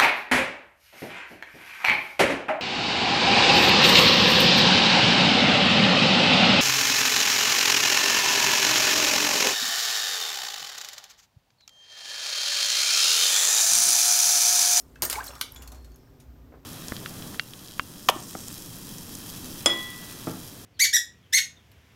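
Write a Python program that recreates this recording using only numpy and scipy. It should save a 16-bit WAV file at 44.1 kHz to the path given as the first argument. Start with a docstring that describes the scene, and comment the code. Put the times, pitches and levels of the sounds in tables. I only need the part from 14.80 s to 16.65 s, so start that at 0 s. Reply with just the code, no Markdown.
"""In a small bathroom, a hard fishing lure drops into a shallow bath. It slaps the water, its hooks
jingle, trapped air gulps and spray patters back. It knocks once against the tub, then its hooks tick
and tremble as it drifts on the line. The tub and the room echo briefly, over a low, wavering hum."""
import sys
import numpy as np
from scipy import signal
from scipy.fft import rfft, irfft, next_fast_len
from scipy.io import wavfile
from scipy.ndimage import map_coordinates

SR = 44100
rng = np.random.default_rng(int(sys.argv[2]) if len(sys.argv) > 2 else 0)


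def store_wav(level_fs):
    """Save 16-bit WAV to argv[1]."""
    pcm = np.round(np.clip(np.atleast_2d(level_fs), -1, 1) * 32767)
    wavfile.write(sys.argv[1], SR, pcm.T.astype(np.int16))


N = 81585

# The lure hits the water. A fade (t60 in the code) is the time a sound takes to drop by 60 dB.
# t/s, level/dB, attack/s, fade/s, plop level/dB, crack over fizz/dB, brightness/(dB per octave)
SLAPS = [(0.2216, -20.5, .0002, 0.13, -33, 7.5, 1), (0.2269, -24.5, 0.00043, 0.12, -48, -6, 0),
         (0.2501, -22, 0.0018, 0.078, -45, 2, 14), (0.2973, -20, 0.0026, 0.16, -45.5, -11, -0.5),
         (0.326, -24, 0.0038, 0.073, -50.5, -9, -5.5)]
# How strong the fizz and the plop are from low to high pitch (their "colour"): f/Hz, level/dB
FIZZ_COLOUR = [(300, -35), (1600, 0.5), (2400, 1), (4000, 2), (5200, 4.5), (6700, -11), (7800, -17),
               (8800, -1.5), (10300, -26), (12200, 6), (15500, -1)]
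PLOP_COLOUR = [(60, -5.5), (190, -1), (400, 0), (750, 1), (1150, -6.5), (1600, -5), (2100, -6), (3000, -54)]
# The notes of the metal hooks, and of the hollow punched in the water: f/Hz, level/dB, fade/s
HOOK_NOTES = [(4740, -1, 0.071), (6659, -7.5, 0.23), (8820, -3, 0.21), (9400, -6, 0.14), (11870, 2, 0.17),
              (14500, 0, 0.12)]
HOLLOW_NOTES = [(360.5, -39, 0.3), (603, -32, 0.091), (1020, -26, 0.048)]

def splash():
    """The hooks and the hollow ring as the lure lands; each slap is a crack, a fizz and a low plop."""
    droplets = tiny_bubbles(per_s=2600, centre_hz=8710, spread=0.395, cycles=43, scatter_db=12.5)
    plop = noise(PLOP_COLOUR)
    landing = SLAPS[0][0]
    out = amp(-30) * ring(HOOK_NOTES, landing) + ring(HOLLOW_NOTES, landing)
    for start, db, attack, t60, plop_db, crack_db, tilt in SLAPS:
        spurts = amp(2 * wobble(per_s=450))  # the sheet of water tears unevenly
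        fizz = unit(spurts * (noise(tilted(FIZZ_COLOUR, tilt)) + amp(-1) * droplets))
        crack = amp(crack_db) * burst(start, t60=0.0091, attack=attack)
        out += amp(db) * fizz * (burst(start, t60, attack) + crack) / 2
        out += amp(plop_db) * plop * burst(start, t60=0.11, attack=0.0099)
    return out


# The colour of the knock: f/Hz, level/dB
KNOCK_COLOUR = [(600, -19), (1200, -4.5), (2000, -1), (3300, 2), (4200, 5.5), (5000, -2), (6000, 1.5),
                (7800, -10), (8800, -1), (10000, -5), (12200, -4.5), (15500, -9)]
# The notes of the lure striking the tub: f/Hz, level/dB, fade/s
KNOCK_NOTES = [(1168, -9, 0.15), (1535, -3.5, 0.07), (4304, 4.5, 0.08), (5850, -5, .08), (7025, -9, 0.12)]

def knock(start=0.6116):
    """The hard lure hits the wall of the tub: a crack that echoes, and a short, close ring."""
    crack = noise(KNOCK_COLOUR) * burst(start, t60=0.0097, hold=0.0023)
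    return amp(-20) * (bathroom(crack, echo_db=-6) + amp(-12) * ring(KNOCK_NOTES, start))


# Single bubbles: t/s, starting f/Hz, level/dB, rise/(octaves per s), swell/s, fade/s
BUBBLES = [(0.159, 1514, -41, 25, 0.0022, 0.013), (.251, 14600, -18, 1.5, .0008, .012),
           (.261, 1783, -34, 0.73, .002, 0.036), (.356, 2230, -25.5, 3.5, 0.00016, 0.021),
           (.359, 415, -37.5, 6.9, 0.0034, 0.054), (0.366, 800, -30.5, 6.36, 0.015, 0.095),
           (.382, 845.5, -28.5, 34, 0.0072, 0.067), (0.4, 1426, -30, 15.7, 0.012, 0.018),
           (0.467, 12030, -31.5, 3.5, 0.00091, 0.023), (0.479, 4076, -32.5, 15, 0.0021, 0.012),
           (0.482, 8120, -35.5, 4.4, .001, 0.028), (0.492, 548, -39.5, 10, 0.0015, 0.026),
           (.508, 2630, -43, 27, 0.00099, 0.017), (1.144, 6480, -51.5, 3, 0.0011, 0.024)]

def bubbles():
    """Trapped air rings, and its pitch climbs as it nears the surface."""
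    out = np.zeros(N)
    for start, hz, db, rise, swell, t60 in BUBBLES:
        pitch = hz * 2 ** (rise * np.clip(clock() - start, 0, swell + t60))
        out += amp(db) * burst(start, t60, swell) * np.sin(2 * np.pi * np.cumsum(pitch) / SR)
    return out


# How loud the falling spray and the sloshing water are over time: t/s, level/dB
SPRAY = [(.215, -71), (.228, -36), (.285, -51), (.31, -47), (.375, -41.5), (.42, -53), (.47, -43),
         (.52, -56), (.56, -55.5), (.68, -60.5), (.92, -67.5), (1.2, -75), (1.85, -101)]
SLOSH = [(.14, -70.5), (.21, -60), (.26, -54), (.34, -40), (.41, -43), (.46, -52.5), (.5, -47),
         (.56, -49.5), (.7, -64.5), (.83, -57), (.935, -61), (1.05, -69), (1.4, -71.5), (1.85, -71.5)]

def settling_water():
    """Fine spray patters back and the stirred-up water gurgles."""
    drops = tiny_bubbles(per_s=2700, centre_hz=8760, spread=0.459, cycles=34, scatter_db=16.5)
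    gurgles = tiny_bubbles(per_s=1100, centre_hz=1110, spread=0.422, cycles=12.7, scatter_db=16)
    hiss = amp(-2.5) * noise(FIZZ_COLOUR)  # the finest droplets blur together
    return level(SPRAY) * unit(drops + hiss) + level(SLOSH) * gurgles


# Hooks touch the tub: t/s, level/dB, fade/s, brightness/(dB per octave), ring f/Hz, ring over scratch/dB
TICKS = [(.003, -47.5, 0.091, 9, 5400, -7.5), (0.157, -50.5, 0.024, -5, 2620, -5),
         (0.441, -38, 0.042, 10, 5260, -15), (0.553, -44.5, 0.044, -1, 3540, -31),
         (0.761, -44.5, 0.051, -2, 3396, -4.5), (0.8214, -44, 0.085, 2, 2790, -7),
         (0.8756, -42, 0.042, 2, 4290, -15.5), (0.9192, -45, 0.05, 2.5, 4280, -19),
         (0.946, -54, 0.12, -0.5, 4370, -17), (1.0455, -53, 0.058, 0, 4310, -9),
         (1.118, -59, 0.027, 1, 4500, -7), (1.1592, -49.5, 0.021, 8, 5300, -18),
         (1.4005, -56.5, 0.13, 0.5, 9580, -2)]
# The colour of the scratch: f/Hz, level/dB
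TICK_COLOUR = [(500, -13), (2300, 0), (3400, -1), (5500, 0.5), (7000, 1.5), (8500, -5.5), (12000, -1.5),
               (15500, -8.5)]

def ticks():
    """Each light touch makes a short scratch, and one hook rings faintly."""
    out = np.zeros(N)
    for start, db, t60, tilt, hz, ring_db in TICKS:
        scratch = noise(tilted(TICK_COLOUR, tilt)) * burst(start, t60)
        out += amp(db) * (scratch + ring([(hz, ring_db, 0.084)], start))  # the ring fades in 0.084 s
    return out


# Hooks that keep shaking: t/s, f/Hz, width/Hz, level/dB, fade/s
TREMBLES = [(.44, 5455, 139, -55.5, 1.4), (.49, 3436, 79, -61.5, 1.5), (0.754, 7080, 600, -53.5, 0.46),
            (.93, 4300, 160, -67, 1.1), (1.19, 5360, 800, -70.5, 0.69)]

def trembling_hooks():
    """Each loose hook sings unsteadily, like noise squeezed close to one pitch."""
    hz = np.fft.rfftfreq(N, 1 / SR)
    out = np.zeros(N)
    for start, centre, width, db, t60 in TREMBLES:
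        band = rfft(rng.standard_normal(N)) / (1 + (2 * (hz - centre) / width) ** 2)
        out += amp(db) * unit(irfft(band, N)) * burst(start, t60, attack=0.006)
    return out


# Bursting bubbles: t/s, level/dB
POPS = [(0.7214, -31), (0.7475, -38)]
# Their colour: f/Hz, level/dB
POP_COLOUR = [(9500, -37), (11500, 12), (13000, 10), (15500, -16)]

def pops():
    """Tiny bubbles burst at the surface with crisp, very high clicks."""
    return noise(POP_COLOUR) * sum(amp(db) * burst(start, t60=0.0093) for start, db in POPS)


# Bumps: t/s, level/dB, fade/s
BUMPS = [(0.922, -49, 0.19), (1.722, -46.5, 0.049), (1.739, -48, 0.11)]
# Their colour: f/Hz, level/dB
BUMP_COLOUR = [(80, -3.5), (550, 5.5), (1400, -5), (2500, -20), (6000, -50)]

def bumps():
    """Soft, dull bumps with no ring."""
    loudness = sum(amp(db) * burst(start, t60, attack=0.00076) for start, db, t60 in BUMPS)
    return noise(BUMP_COLOUR) * loudness


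# How loud the hum is over time: t/s, level/dB
HUM = [(0, -63), (.25, -47.5), (.31, -67), (.35, -46), (.6, -55.5), (.68, -58.5), (.84, -46), (1.13, -47.5),
       (1.2, -59), (1.4, -71), (1.49, -45), (1.55, -53.5), (1.85, -55)]
# The room's faint tones, and the colour of its noise: f/Hz, level/dB
ROOM_TONES = [(117.5, -69), (145, -64), (241, -65), (269, -64), (387, -70)]
ROOM_COLOUR = [(25, -21.5), (60, -4.5), (135, -11), (200, -21.5), (255, -15.5), (400, -20), (600, -25),
               (1100, -34.5), (2000, -39.5), (6000, -44.5), (10500, -53), (14300, -40), (16000, -51)]

def background():
    """A low hum swells and dips over faint, wavering tones and soft room noise."""
    def tone(hz):
        return np.sqrt(2) * np.sin(2 * np.pi * (hz * clock() + rng.random()) + 0.99 * wobble(per_s=14))
    hum = level(HUM) * tone(hz=58.9)
    return hum + sum(amp(db) * tone(hz) for hz, db in ROOM_TONES) + amp(-54) * noise(ROOM_COLOUR)


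# How long the room echoes at each pitch: f/Hz, fade/s
ROOM_FADE = [(200, 0.47), (1200, 0.29), (4500, 0.31), (9000, 0.21), (15000, 0.14)]

def bathroom(x, echo_db, wall_delay_s=0.004):
    """Adds the quick echoes of the tub and the longer echo of the room."""
    hz, t, hiss = signal.stft(rng.standard_normal(SR // 2), SR, nperseg=128)
    room = fade(t, along(ROOM_FADE, hz)[:, None])
    tub = amp(-1.5) * fade(t, t60=0.03)
    echo = signal.istft(hiss * (room + tub), SR, nperseg=128)[1]
    echo = np.pad(echo / np.linalg.norm(echo), (int(wall_delay_s * SR), 0))
    return x + amp(echo_db) * signal.fftconvolve(x, echo)[:N]


def tiny_bubbles(per_s, centre_hz, spread, cycles, scatter_db):
    """A steady stream of tiny bubbles, each a short ping that rises in pitch."""
    when, pitch, size = rng.spawn(1)[0].random((int(per_s * N / SR), 3)).T[:, :, None]
    hz = np.minimum(centre_hz * np.exp(spread * np.log(pitch / (1 - pitch)) / 2), SR / 2)
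    t = np.arange(int(min(2 * cycles / centre_hz * SR, SR // 32))) / SR
    age = hz * t / cycles  # runs from 0 to 1 over a bubble's life
    loudness = amp(scatter_db * size ** 2) * fade(age, 0.84) * (1 - np.exp(-hz * t))
    glide = 1 + 0.21 * np.minimum(age, 1) / 2  # the pitch gains 21% in that time
    pings = loudness * np.sin(2 * np.pi * hz * t * glide)
    places = (when * N).astype(int) + np.arange(len(t))
    return unit(np.bincount(places.ravel(), pings.ravel(), N)[:N])


def ring(notes, start):
    """Fading notes struck together, each with a slightly random strength."""
    t = np.arange(SR // 2) / SR
    x = sum(amp(db + rng.normal(0, 2.4)) * fade(t, t60) * np.sin(2 * np.pi * (hz * t + rng.random()))
            for hz, db, t60 in notes)
    return np.pad(x, (round(start * SR), N))[:N]


def burst(start, t60, attack=0.00034, hold=0):
    """A loudness shape that rises, holds and dies away."""
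    t = np.maximum(clock() - start, 0)
    return np.minimum(t / attack, 1) * fade(np.maximum(t - attack - hold, 0), t60)


def noise(colour):
    """Noise of strength 1 with the given colour."""
    gain = amp(along(colour, np.fft.rfftfreq(N, 1 / SR)))
    return unit(irfft(rfft(rng.standard_normal(N)) * gain, N))


def tilted(colour, db_per_octave):
    """The same colour, brighter or duller."""
    return [(hz, db + db_per_octave * np.log2(hz)) for hz, db in colour]


def along(points, hz):
    """Reads a table between its pitches."""
    pitches, values = np.transpose(points)
    return np.interp(np.log(hz + 1), np.log(pitches + 1), values)


def level(rows):
    """Joins t/s, level/dB points into a loudness curve."""
    return amp(np.interp(clock(), *np.transpose(rows)))


def wobble(per_s):
    """A smooth curve through per_s random points a second."""
    return map_coordinates(rng.standard_normal(512), [clock() * per_s], mode="mirror")


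def fade(t, t60):
    return np.exp(-np.log(1000) * t / t60)


def amp(db):
    return 10 ** (np.asarray(db) / 20)


def unit(x):
    """Scales a sound to an average strength (rms) of 1."""
    return x / np.sqrt(np.mean(x ** 2) + 1e-20)


def clock():
    return np.arange(N) / SR


def scene():
    """Mixes it all; the pops and the trembling hooks stay dry, without echo."""
    water = bathroom(splash() + settling_water(), echo_db=-9.5)
    water += bathroom(bubbles(), echo_db=-10.5) + pops()
    touches = knock() + bathroom(bumps(), echo_db=-6) + bathroom(ticks(), echo_db=-7.5)
    return (water + touches + trembling_hooks() + background())[None]


def record(dry):
    """Cuts away the very highest treble."""
    top_hz = 16050
    size = next_fast_len(N + SR // 2)
    hz = np.fft.rfftfreq(size, 1 / SR)
    return irfft(rfft(dry, size) / (1 + (hz / top_hz) ** 160), size)[:, :N]


dry = scene()
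out = record(dry)
store_wav(out)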